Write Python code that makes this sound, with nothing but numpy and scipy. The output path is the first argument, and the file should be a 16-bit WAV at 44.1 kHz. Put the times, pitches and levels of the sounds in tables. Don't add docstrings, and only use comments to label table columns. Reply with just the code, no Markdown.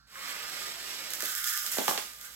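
import sys
import numpy as np
from scipy import signal
from scipy.fft import rfft, irfft, next_fast_len
from scipy.io import wavfile
from scipy.ndimage import uniform_filter1d, map_coordinates

SR = 44100
rng = np.random.default_rng(int(sys.argv[2]) if len(sys.argv) > 2 else 0)


def transcribe(u):
    v = np.clip(np.atleast_2d(u).T, -1, 1)
    q = np.round(v * 32767).astype(np.int16)
    wavfile.write(sys.argv[1], SR, q)


N = 103635
T = np.arange(N) / SR
HIT_T = T[:SR // 3]


def amp(db):
    return 10 ** (np.asarray(db) / 20)


def unit(x):
    return x / np.sqrt(np.mean(x ** 2) + 1e-20)


def unit_hit(x, samples=200):
    return x * np.sqrt(samples / (np.sum(x ** 2) + 1e-20))


def along(points, hz):
    f, values = np.transpose(points)
    return np.interp(np.log(hz + 1), np.log(f + 1), values)


def envelope(points):
    return amp(np.interp(T, *np.transpose(points)))


def wobble(per_s):
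    return map_coordinates(rng.standard_normal(int(T[-1] * per_s) + 4), [T * per_s])


def add(track, s, x):
    part = track[round(s * SR):][:len(x)]
    part += x[:len(part)]


def filtered(x, response):
    n = x.shape[-1]
    padded = next_fast_len(n + SR // 4)
    return irfft(rfft(x, padded) * response(np.fft.rfftfreq(padded, 1 / SR)), padded)[..., :n]


def coloured(x, points, size=4096):
    cepstrum = irfft(np.log(amp(along(points, np.fft.rfftfreq(size, 1 / SR)))))
    cepstrum[1:size // 2] *= 2
    cepstrum[size // 2 + 1:] = 0
    return signal.fftconvolve(x, irfft(np.exp(rfft(cepstrum))))[:len(x)]


def resonance(f, hz, width_hz):
    return 1j * f * width_hz / (hz * hz - f * f + 1j * f * width_hz)


def burst(t60, contact_s=.0007):
    noise = rng.standard_normal(len(HIT_T)) * (1 - np.exp(-HIT_T / contact_s)) * amp(-60 * HIT_T / t60)
    power = np.abs(uniform_filter1d(np.abs(rfft(noise)) ** 2, size=40)) + 1e-12
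    return coloured(noise, np.c_[np.fft.rfftfreq(len(noise), 1 / SR), -10 * np.log10(power)])


def impulses(per_s, spread_db=3):
    size = amp(spread_db * np.minimum(rng.exponential(size=N), 4))
    return (rng.random(N) < per_s / SR) * size * np.sign(rng.standard_normal(N))


# (frequency [Hz], T60 [s])
ROOM_T60 = [(150, 0.32), (600, 0.29), (2000, 0.33), (6000, 0.52), (15000, 0.91)]
def reverb(x, early_db, step_s=.12):
    out, step = np.zeros((2, N)), round(step_s * SR)
    for start in range(0, N, step):
        hz, t, spectra = signal.stft(rng.standard_normal((2, SR // 3)), SR, nperseg=256)
        decay = amp(-60 * t / along(ROOM_T60, hz)[:, None])
        tail = signal.istft(spectra * decay, SR, nperseg=256)[1]
        t = T[:tail.shape[1]]
        tail *= np.minimum(t / 0.0096, 1) * (1 + amp(early_db - 60 * t / 0.036))
        for side, source, echo in zip(out, x, tail):
            reflected = signal.fftconvolve(source[start:start + step], echo / np.linalg.norm(echo))
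            add(side, start / SR, reflected)
    return out


# (frequency [Hz], phase [rad])
LEFT_LAG = [(150, 0.5), (500, 1), (1400, 1.44), (2000, 0.86), (3500, 2), (5000, 4), (6200, 1.5),
            (7000, 0.5)]
def kitchen(x, wet_db, treble_width_db, early_db):
    x = np.broadcast_to(x, (2, N))
    blend = lambda f: amp(np.interp(f, [6300, 7200], [wet_db, treble_width_db]))
    phase = lambda f: np.exp(.5j * along(LEFT_LAG, f) * np.array([[-1], [1]]))
    direct = filtered(x, lambda f: phase(f) / np.hypot(1, blend(f)))
    return direct + filtered(reverb(x, early_db), lambda f: blend(f) / np.hypot(1, blend(f)))


# (frequency [Hz], gain [dB])
AMBIENT_SPECTRUM = [(20, -8), (55, 13), (85, -1), (130, 12.5), (220, 6.5), (420, -14), (700, -9),
                    (1000, -2), (1500, 12), (2500, -24), (4500, 5), (9000, -25), (16000, -38)]
def background(hum_hz=57, hum_db=-72, air_db=-64):
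    hum = amp(hum_db + 0.37 * wobble(9.4)) * unit(np.sin(2 * np.pi * hum_hz * T + 0.22 * wobble(5.5)))
    air = amp(air_db) * unit(coloured(rng.standard_normal(N), AMBIENT_SPECTRUM))
    return hum + kitchen(air, wet_db=-9.5, treble_width_db=-5, early_db=-3)


# (frequency [Hz], level [dB], T60 [s])
BODY_MODES = [(216.3, 0, 0.54), (304, -7.5, 0.19), (512, -0.5, 0.2), (577, -6, 0.08), (598, -2.5, .14),
              (751, 0, 0.16), (787, -5, .1), (846, 5, 0.23), (1076, -13, 0.098)]
def body_ring():
    ring = 0
    for hz, db, t60 in BODY_MODES:
        decay = amp(db + rng.normal(0, 0.56) - 60 * HIT_T / t60)
        ring += decay * np.sin(2 * np.pi * (hz * HIT_T + rng.random()))
    return ring


# (frequency [Hz], gain [dB])
CLICK_SPECTRUM = [(200, -44), (800, -0.5), (3400, 0.5), (6500, -5.5), (10000, -9.5), (16000, -18)]
# (time [s], level [dB], low cutoff [Hz], high cutoff [Hz], click re thud [dB], left minus right [dB])
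BUMP_EVENTS = [(1.229, -37, 308, 740, -25, -1.5), (1.77, -32, 483, 930, -25, 3),
               (1.7843, -22.5, 245, 925, -2.5, 0), (1.81, -32, 300, 870, -19, 7),
               (1.816, -33.5, 480, 930, -6, 0), (1.88, -18, 626, 1164, -3, 0.5),
               (1.886, -30.5, 189, 680, -19, 1), (1.911, -27.5, 627, 1100, -14, -4),
               (1.9764, -31.5, 383, 990, 7.5, -2)]
def bumps(ring_db=-7):
    track = np.zeros((2, N))
    for s, db, low_hz, high_hz, click_db, left_db in BUMP_EVENTS:
        band = np.vstack([signal.butter(3, low_hz, 'high', fs=SR, output='sos'),
                          signal.butter(7, high_hz, fs=SR, output='sos')])
        ring = amp(ring_db) * unit_hit(signal.sosfilt(band, body_ring()))
        thud = unit_hit(signal.sosfilt(band, burst(t60=.011)))
        click = amp(click_db) * unit_hit(coloured(burst(t60=.012), CLICK_SPECTRUM))
        for side, side_db in zip(track, (left_db / 2, -left_db / 2)):
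            add(side, s, amp(db + side_db) * (thud + ring + click))
    return kitchen(track, wet_db=2.5, treble_width_db=7, early_db=10)


# (time [s], level [dB])
CRUMPLE_LEVEL = [(1.0, -110), (1.1, -45), (1.19, -47), (1.22, -42.5), (1.29, -32.5), (1.34, -37.5),
                 (1.38, -32.5), (1.41, -38), (1.47, -31.5), (1.59, -37), (1.63, -37), (1.68, -38),
                 (1.72, -32), (1.84, -36), (1.91, -29.5), (1.97, -46), (2.05, -52), (2.12, -59),
                 (2.205, -53), (2.23, -42), (2.26, -43), (2.3, -55), (2.35, -45)]
# (frequency [Hz], gain [dB])
CREASE_SPECTRUM = [(100, -40), (500, -48), (800, -10), (1100, -8), (1300, 1), (1950, 4), (2400, -3),
                   (3300, 4), (4700, -4.5), (5400, 2), (7600, 3.5), (9300, -2.5), (11300, 1), (12300, 5),
                   (14500, -2), (15700, -4.5)]
def bag_crackle():
    creases = impulses(per_s=10000) * amp(2.83 * wobble(170))
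    crackle = unit(coloured(creases, CREASE_SPECTRUM)) * envelope(CRUMPLE_LEVEL)
    return kitchen(crackle, wet_db=7, treble_width_db=-2, early_db=17.5)


# (time [s], level [dB])
SNAP_EVENTS = [(1.1041, -31.5), (1.135, -26), (1.2052, -28), (1.223, -27), (1.237, -34), (1.256, -26.5),
               (1.351, -26.5), (1.442, -25.5), (1.474, -27), (1.484, -29.5), (1.537, -28), (1.575, -26),
               (1.664, -26), (2.134, -42), (2.2122, -38.5), (2.248, -42)]
# (frequency [Hz], gain [dB])
SNAP_SPECTRUM = [(100, -55), (900, -17), (1500, 2.5), (2600, -2.5), (4500, 3), (6500, 5), (9500, -2),
                 (12500, 4), (15700, -1)]
def bag_snaps():
    snaps = np.zeros(N)
    for s, db in SNAP_EVENTS:
        add(snaps, s, amp(db) * unit_hit(coloured(burst(t60=.0096), SNAP_SPECTRUM)))
    return kitchen(snaps, wet_db=2, treble_width_db=1.5, early_db=8)


# (frequency [Hz], bandwidth [Hz], gain [dB])
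CONTAINER_MODES = [(1203.4, 36, 3.5), (1270, 150, -3.5), (1445, 27, 3.5), (1574, 25.5, 2), (1718, 52, -3),
                   (2084, 113, -8.5)]
def container(x):
    modes = lambda f: sum((-1) ** k * amp(db) * resonance(f, hz, width)
                          for k, (hz, width, db) in enumerate(CONTAINER_MODES))
    return coloured(filtered(x, modes), [(1000, -18.5), (1190, -4), (2100, -1), (2400, -1.5)])


GRAINS_PER_S = 9000
# (time [s], level [dB])
RING_LEVEL = [(0, -100), (.14, -72), (.16, -51), (.4, -43.5), (.53, -46.5), (.6, -46), (.69, -56.5),
              (1.18, -55.5), (1.22, -42.5), (1.4, -42.5), (1.52, -37), (1.65, -47.5), (1.9, -45.5),
              (2.19, -64.5), (2.235, -51), (2.35, -65)]
# (time [s], level [dB])
LUMP_EVENTS = [(.153, -38), (1.1368, -39.5), (1.204, -34)]
def container_ring():
    ring = unit(container(impulses(GRAINS_PER_S))) * envelope(RING_LEVEL)
    for s, db in LUMP_EVENTS:
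        add(ring, s, amp(db) * unit_hit(container(burst(t60=.0096))))
    return ring


def grain_tone(hz, width_hz):
    return unit(filtered(impulses(GRAINS_PER_S), lambda f: resonance(f, hz, width_hz) ** 2))


def thin_ring(peak_s=1.507, sigma_s=0.14, peak_db=-43):
    swell = amp(peak_db) * np.exp(-.5 * ((T - peak_s) / sigma_s) ** 2)
    return grain_tone(hz=5110, width_hz=230) * swell


# (time [s], level [dB])
HOLLOW_LEVEL = [(.13, -91), (.17, -59), (.4, -52), (.53, -52.5), (.6, -47), (.72, -58), (1.2, -62)]
def hollow_tone():
    return grain_tone(hz=1223.7, width_hz=37) * envelope(HOLLOW_LEVEL)


# (time [s], level [dB])
SPATTER_LEVEL = [(.06, -98), (.125, -55), (.17, -46), (.29, -41.5), (.9, -78)]
# (frequency [Hz], gain [dB])
SPATTER_SPECTRUM = [(700, -26), (1080, 3.5), (1600, -3), (2200, 3), (3500, -18.5)]
def spatter():
    return unit(coloured(impulses(GRAINS_PER_S), SPATTER_SPECTRUM)) * envelope(SPATTER_LEVEL)


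# (time [s], level [dB])
FLOW_LEVEL = [(0, -71.5), (.06, -76), (.075, -59), (.11, -55), (.16, -47), (.29, -37.5), (.38, -40.5),
              (.63, -36.5), (.78, -41), (.93, -37.5), (1.1, -40), (1.28, -41.5), (1.42, -53), (1.52, -77.5),
              (1.66, -42.5), (1.98, -42.5), (2.15, -52), (2.35, -53.5)]
# (frequency [Hz], gain [dB])
HEAP_SPECTRUM = [(60, -35), (170, -10), (300, -7.5), (500, -3.5), (1250, -2.5), (2100, 1.5), (3300, 0.5),
                 (4300, 0), (5600, 0.5), (6500, -6.5), (7700, -2.5), (9300, -10.5), (11000, -10),
                 (12500, -7.5), (15500, -16)]
def heap_hiss():
    hiss = unit(coloured(impulses(GRAINS_PER_S), HEAP_SPECTRUM))
    return hiss * envelope(FLOW_LEVEL) * amp(0.84 * wobble(62.3))


def salt():
    pour = heap_hiss() + container_ring() + hollow_tone() + spatter() + thin_ring()
    return kitchen(pour, wet_db=1.5, treble_width_db=-11, early_db=13)


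def scene():
    return salt() + bag_crackle() + bag_snaps() + bumps() + background()


# (frequency [Hz], left minus right [dB])
MIC_BALANCE = [(60, -5.5), (400, -7.5), (560, -8), (780, 5), (1150, -6), (2400, -3.5), (3500, -7),
               (8000, -6), (9500, -0.5), (12300, -6.5)]
BAND_LIMIT_HZ = 15850
def record(dry):
    balance = lambda hz: amp(along(MIC_BALANCE, hz) * np.array([[.5], [-.5]]))
    return filtered(dry, lambda hz: balance(hz) * (hz < BAND_LIMIT_HZ))


dry = scene()
out = record(dry)
transcribe(out)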